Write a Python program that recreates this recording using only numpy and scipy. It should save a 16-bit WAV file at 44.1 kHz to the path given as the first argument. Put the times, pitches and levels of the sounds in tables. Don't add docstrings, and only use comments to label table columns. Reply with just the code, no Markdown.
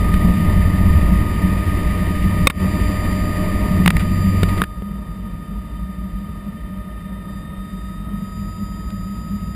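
import sys
import numpy as np
from scipy import signal
from scipy.fft import rfft, irfft, next_fast_len
from scipy.io import wavfile
from scipy.ndimage import uniform_filter1d, minimum_filter1d, map_coordinates

SR = 44100
rng = np.random.default_rng(int(sys.argv[2]) if len(sys.argv) > 2 else 0)


def unload_wav(signal):
    wavfile.write(
        sys.argv[1],
        SR,
        np.round(np.clip(np.atleast_2d(signal).T, -1, 1) * 32767).astype(np.int16),
    )


N = 421155


def amp(db):
    return 10 ** (np.asarray(db) / 20)


def unit(x):
    return x / np.sqrt(np.mean(x ** 2) + 1e-20)


def curves(rows):
    times, *columns = np.transpose(rows)
    return [np.interp(np.arange(N) / SR, times, column) for column in columns]


def wobble(rate):
    at = np.linspace(0, N, 1500)
    knots = rng.standard_normal(int(N * rate / SR) + 4)
    return np.interp(np.arange(N), at, map_coordinates(knots, [at * rate / SR]))


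def filtered(x, response):
    size = next_fast_len(N + SR // 2)
    return irfft(rfft(x, size) * response(np.fft.rfftfreq(size, 1 / SR)), size)[:N]


def noise(colour):
    freqs, db = np.transpose(colour)
    eq = lambda hz: amp(np.interp(np.log(hz + 1), np.log(freqs), db, -120, -120))
    x = filtered(rng.standard_normal(N), eq)
    return x / np.sqrt(np.abs(uniform_filter1d(x ** 2, SR // 4)) + 1e-20)


def through_door(shut, open_colour, shut_colour):
    return (1 - shut) * noise(open_colour) + shut * noise(shut_colour)


def tone(hz, turn, smear=0):
    return np.sqrt(2) * np.sin(hz * turn + smear + rng.uniform(0, 2 * np.pi))


FADERS = {"buffet": (-19, -31.5, .8), "drone": (-21.5, -29, 2.45), "tail rotor": (-24, -44, 7.7),
          "exhaust": (-30, -45, 0.31), "intake": (-36, -53, 0.46), "main gear": (-34.5, -45, 3.6),
          "whistle": (-53, -66, 10.8), "high gear": (-59, -64, 1.6), "half order": (-44.5, -59, 1),
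          "shaft": (-44, -58.5, -3)}
# part, peak t/s, half-length/s, gain/dB
RIDES = [("buffet", 1, 0.68, 3), ("buffet", 4.1, 0.23, -1.3), ("buffet", 5.7, 0.67, 3.4),
         ("drone", 0.28, 0.27, 4.6), ("drone", 4.07, 0.56, 2.7), ("drone", 4.7, 0.054, -12),
         ("main gear", 0.14, 0.22, 4.1), ("main gear", 4.6, 0.35, 3.17), ("tail rotor", 0.63, .25, 6),
         ("tail rotor", 4.29, 0.25, 10.9), ("shaft", 3.22, 0.94, 7.5), ("shaft", 6.9, 1, 6.3),
         ("whistle", 3.05, 0.58, 6.3), ("whistle", 4.25, 0.36, 7), ("whistle", 7, 0.54, -5),
         ("whistle", 7.36, .09, 7), ("whistle", 7.53, .07, -12), ("whistle", 8.07, 0.11, -14),
         ("half order", 0.63, 0.27, 2.9), ("half order", 4.3, 0.25, -13), ("half order", 7.275, 0.9, 7.2),
         ("high gear", 0, 0.68, 5.8), ("high gear", 7.67, 0.63, 7.2)]

def level(part, shut, revs):
    open_db, shut_db, rev_db = FADERS[part]
    t = np.arange(N) / SR
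    swell_db = sum(db * np.exp(-((t - peak) / length) ** 2)
                   for name, peak, length, db in RIDES if name == part)
    return open_db + shut * (shut_db - open_db) + rev_db * revs ** 2 + swell_db


BLADE_HZ = 12.35

def flutter(turn, blade, twice, drift):
    return 1 + blade * tone(BLADE_HZ, turn) + twice * tone(2 * BLADE_HZ, turn) + drift * wobble(35)


MESH_HZ, SHAFT_HZ, HIGH_GEAR_HZ, WHISTLE_HZ = 1234.6, 608.5, 3607.2, 4749

def whine(part, hz, turn, shut, revs):
    wavering = tone(hz, turn, smear=0.11 * wobble(8))
    return amp(level(part, shut, revs)) * wavering * flutter(turn, blade=0.046, twice=0.041, drift=0.1)


# idle f/Hz, door-open level/dB, door-shut level/dB, flutter depth/0-1
GEAR_TONES = [(235.7, -43, -55.5, 0.37), (292, -37, -52.5, 0.2), (662, -56.5, -69, 0.3),
              (941, -51.5, -60.5, 0.33), (1206, -49.5, -59.5, 0.1), (1624, -66, -74, .1),
              (1728, -56, -71, 0), (1874, -57.5, -69, 0), (2368, -52, -69, 0.26), (3075, -59, -70.5, 0.78),
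              (4205, -67, -81, .25)]

def gearbox(turn, shut, revs):
    gain = lambda part: amp(level(part, shut, revs))
    mesh = unit(tone(MESH_HZ, turn) * flutter(turn, blade=0.11, twice=0.086, drift=0.077))
    half_order = tone(HIGH_GEAR_HZ / 2, turn) * flutter(turn, blade=0.2, twice=0.34, drift=0.085)
    shaft = tone(SHAFT_HZ, turn, smear=0.32 * wobble(13))
    shaft *= flutter(turn, blade=0.1, twice=0.1, drift=0.34)
    out = gain("main gear") * mesh + gain("half order") * half_order + gain("shaft") * shaft
    out += whine("high gear", HIGH_GEAR_HZ, turn, shut, revs)
    for hz, open_db, shut_db, depth in GEAR_TONES:
        db = open_db + shut * (shut_db - open_db) + wobble(1.93)
        partial = tone(hz, turn, smear=0.34 * wobble(4))
        out += amp(db) * partial * flutter(turn, blade=depth / 2, twice=depth, drift=depth)
    return out


# t/s, level/dB
WASH = [(0, 4.5), (.5, 1), (1.15, 2.5), (1.35, -2.5), (2.4, 1), (3.5, -2.5), (3.9, 5), (4.2, 0.5), (5.2, 0),
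        (6.7, -1.5), (9.55, 0)]

def downwash(lumps_db):
    return curves(WASH)[0] + lumps_db * wobble(rate=9)


# f/Hz, level/dB
RUMBLE_OPEN = [(5, -51), (12, -5.5), (20, -6), (32, -19), (44, -11.5), (51, 0.5), (60, -1), (71, -15.5),
               (80, 0.5), (87, -9.5), (102, -20), (120, -18), (150, -14.5), (260, -41)]
RUMBLE_SHUT = [(5, -46), (12, -16), (20, -40), (33, -22), (44, -5), (53, 0), (59, 2.5), (71, -14.5),
               (80, -8), (87, -23), (102, -13), (120, -17.5), (150, -38), (260, -69)]

def buffet(shut, revs):
    db = level("buffet", shut, revs) + downwash(lumps_db=1.55)
    return amp(db) * through_door(shut, RUMBLE_OPEN, RUMBLE_SHUT)


HUM_OPEN_HZ, HUM_SHUT_HZ, HUM_WANDER_HZ = 186.8, 195.6, 4.04
# f/Hz, level/dB
BOOM = [(90, -58), (130, -8.5), (152, -13), (163, 1.5), (173, -3), (188, 2), (203, 0), (215, -4.5),
        (240, -13), (270, -31), (400, -49)]

def cabin_drone(shut, revs):
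    db = level("drone", shut, revs) + downwash(lumps_db=1.16)
    hum_hz = HUM_OPEN_HZ + shut * (HUM_SHUT_HZ - HUM_OPEN_HZ) + HUM_WANDER_HZ * wobble(3)
    phase = 2 * np.pi * np.cumsum(hum_hz) / SR + 0.86 * wobble(12)
    hum = unit(np.sin(phase) * amp(3.55 * wobble(15)))
    return amp(db) * (amp(-3) * noise(BOOM) + amp(-5.5) * hum)


TAIL_ROTOR_HZ = 95.3

def tail_rotor(turn, shut, revs):
    hum = tone(TAIL_ROTOR_HZ, turn, smear=0.5 * wobble(4))
    return amp(level("tail rotor", shut, revs) + 1.5 * wobble(8)) * hum


# f/Hz, level/dB
EXHAUST_OPEN = [(150, -7), (240, 9.5), (320, 9.5), (380, 5), (480, -1), (610, 1.5), (710, -2), (820, -9.5),
                (945, -1.5), (1060, -7), (1200, 0.5), (1400, -14.5), (1800, -28)]
EXHAUST_SHUT = [(150, -28), (240, 5), (320, 5.5), (380, 2.5), (480, -1.5), (610, 1), (710, -4.5),
                (820, -12.5), (950, -2), (1040, -11.5), (1240, 3), (1400, -11), (1800, -54)]
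INTAKE_OPEN = [(900, -36), (1450, -12), (1680, -8), (1830, 5.5), (2080, -0.5), (2200, -4), (2420, -4),
               (2700, -8), (3050, -8.5), (3300, -16), (3600, -11), (4100, -20), (4900, -18), (6000, -31)]
INTAKE_SHUT = [(900, -36), (1450, -8.5), (1680, -2.5), (1830, 6.5), (2080, 1), (2200, -3.5), (2420, -2.5),
               (2700, -5.5), (3050, -5), (3300, -14), (3600, -4), (4100, -16.5), (4900, -15), (6000, -26)]

def turbine(turn, shut, revs):
    roar = amp(level("exhaust", shut, revs)) * through_door(shut, EXHAUST_OPEN, EXHAUST_SHUT)
    roar *= amp(1.2 * wobble(14))
    rush = amp(level("intake", shut, revs)) * through_door(shut, INTAKE_OPEN, INTAKE_SHUT)
    rush *= flutter(turn, blade=0.03, twice=0.041, drift=0.05)
    return roar + rush + whine("whistle", WHISTLE_HZ, turn, shut, revs)


CONTACT_RISE_S = 0.0002
# f/Hz, level/dB, t60/s
LATCH_MODES = [(540, 1, 0.033), (1141.4, 6.5, 0.022), (2230, 9, 0.018), (2480, 8.5, 0.019),
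               (3680, 4, 0.026)]
PANEL_MODES = [(189, 1.5, 0.049), (386, -5, 0.018)]
# t/s, scrape level/dB, thud level/dB, scrape length/s, ring level/dB, scrape low-pass f/Hz
DOOR_HITS = [(0.14, -25.5, -20, .006, -45, 6050), (2.471, -6, -6, 0.0066, -2.5, 5970),
             (2.5, -6, -4, 0.008, -14.5, 3500), (3.8606, -11, -13, .0025, -25, 3600),
             (3.8774, -5.5, -7, 0.0031, -24, 3900), (3.9039, -9, -16, 0.0037, -27, 4200),
             (3.9675, -18, -17, .0034, -36, 3600), (3.996, -33.5, -32, 0.026, -38, 4000),
             (4.432, -19, -4, 0.0044, -30, 5500), (4.488, -31.5, -21, .0073, -47, 6000),
             (4.578, -33, -15, 0.0067, -45, 6030), (4.618, -8.5, -13, .002, -32, 2400),
             (4.6375, -22.5, -25, 0.0047, -44, 3300), (4.822, -41, -19, 0.001, -70, 7000),
             (8.904, -40, -51, .003, -65, 9000)]

def door_knocks():
    out = np.zeros(N + SR)
    t = np.arange(SR // 5) / SR
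    struck = lambda modes: sum(amp(db - 60 * t / t60) * np.sin(2 * np.pi * hz * t)
                               for hz, db, t60 in modes)
    ring, thud = struck(LATCH_MODES), struck(PANEL_MODES)
    grit = contact_noise()
    for at, scrape_db, thud_db, length, ring_db, cutoff_hz in DOOR_HITS:
        start = round(at * SR)
        span = slice(start, start + len(t))
        attack = 1 - np.exp(-t / CONTACT_RISE_S)
        release = np.exp(-(t / length) ** 2) * (t < 2 * length)
        padding = signal.butter(2, cutoff_hz, fs=SR)
        scrape = signal.lfilter(*padding, grit[span] * attack * release)
        scrape = unit(scrape) * np.sqrt(length / t[-1])
        out[span] += amp(scrape_db) * scrape + amp(ring_db) * ring + amp(thud_db) * thud
    return out[:N]


# f/Hz, level/dB
GRIT = [(200, 6), (600, -13), (820, -7), (1250, -1.5), (2200, -1), (3000, -4), (3700, -7), (4200, -14),
        (4900, -12), (6000, -23)]

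def contact_noise():
    return noise(GRIT)


# t/s, f/Hz
MESH_PITCH = [(6.6, 1234.6), (7.1, 1241.5), (8.1, 1261), (8.6, 1264.8), (9.55, 1263.8)]
# t/s, share shut/0-1
DOOR_TRAVEL = [(3.85, 0.01), (4.1, 0.12), (4.62, 0), (4.66, 1)]

def scene():
    mesh_hz, = curves(MESH_PITCH)
    turn = 2 * np.pi * np.cumsum(mesh_hz / mesh_hz[0]) / SR
    revs = (mesh_hz - mesh_hz[0]) / (mesh_hz[-1] - mesh_hz[0])
    shut, = curves(DOOR_TRAVEL)
    gears = gearbox(turn, shut, revs)
    blade_throb = 1 + 0.14 * tone(BLADE_HZ, turn)
    cabin = (buffet(shut, revs) + cabin_drone(shut, revs)) * blade_throb
    return (gears + cabin + tail_rotor(turn, shut, revs) + turbine(turn, shut, revs) + door_knocks())[None]


def limiter(x, ceiling_db, attack_s, hold_s, release_db_per_s):
    over_db = np.maximum(20 * np.log10(np.abs(x) + 1e-9) - ceiling_db, 0)
    size = int(hold_s * SR) | 1
    held_db = -minimum_filter1d(-over_db, size, origin=size // 2)
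    recovery_db = release_db_per_s * np.arange(N) / SR
    duck_db = np.maximum.accumulate(held_db + recovery_db) - recovery_db
    pole = np.exp(-1 / (attack_s * SR))
    return x * amp(-signal.lfilter([1 - pole], [1, -pole], duck_db))


def sample_and_hold(x, clock_hz):
    x = filtered(x, lambda hz: np.interp(hz, [5500, 6500], [1, 0]))
    slope = filtered(x, lambda hz: 1j * hz)
    mirrored = slope * 2 * np.cos(2 * np.pi * clock_hz * np.arange(N) / SR)
    return x + filtered(mirrored, lambda hz: 1 / (1j * np.maximum(hz, clock_hz / 2)))


def record(dry):
    x = limiter(dry[0], ceiling_db=-0.5, attack_s=0.0069, hold_s=0.038, release_db_per_s=162)
    x = sample_and_hold(np.clip(x, -1, 1), clock_hz=12000)
    return filtered(x, lambda hz: np.interp(hz, [15080, 15480], [1, 0]))[None]


dry = scene()
out = record(dry)
unload_wav(out)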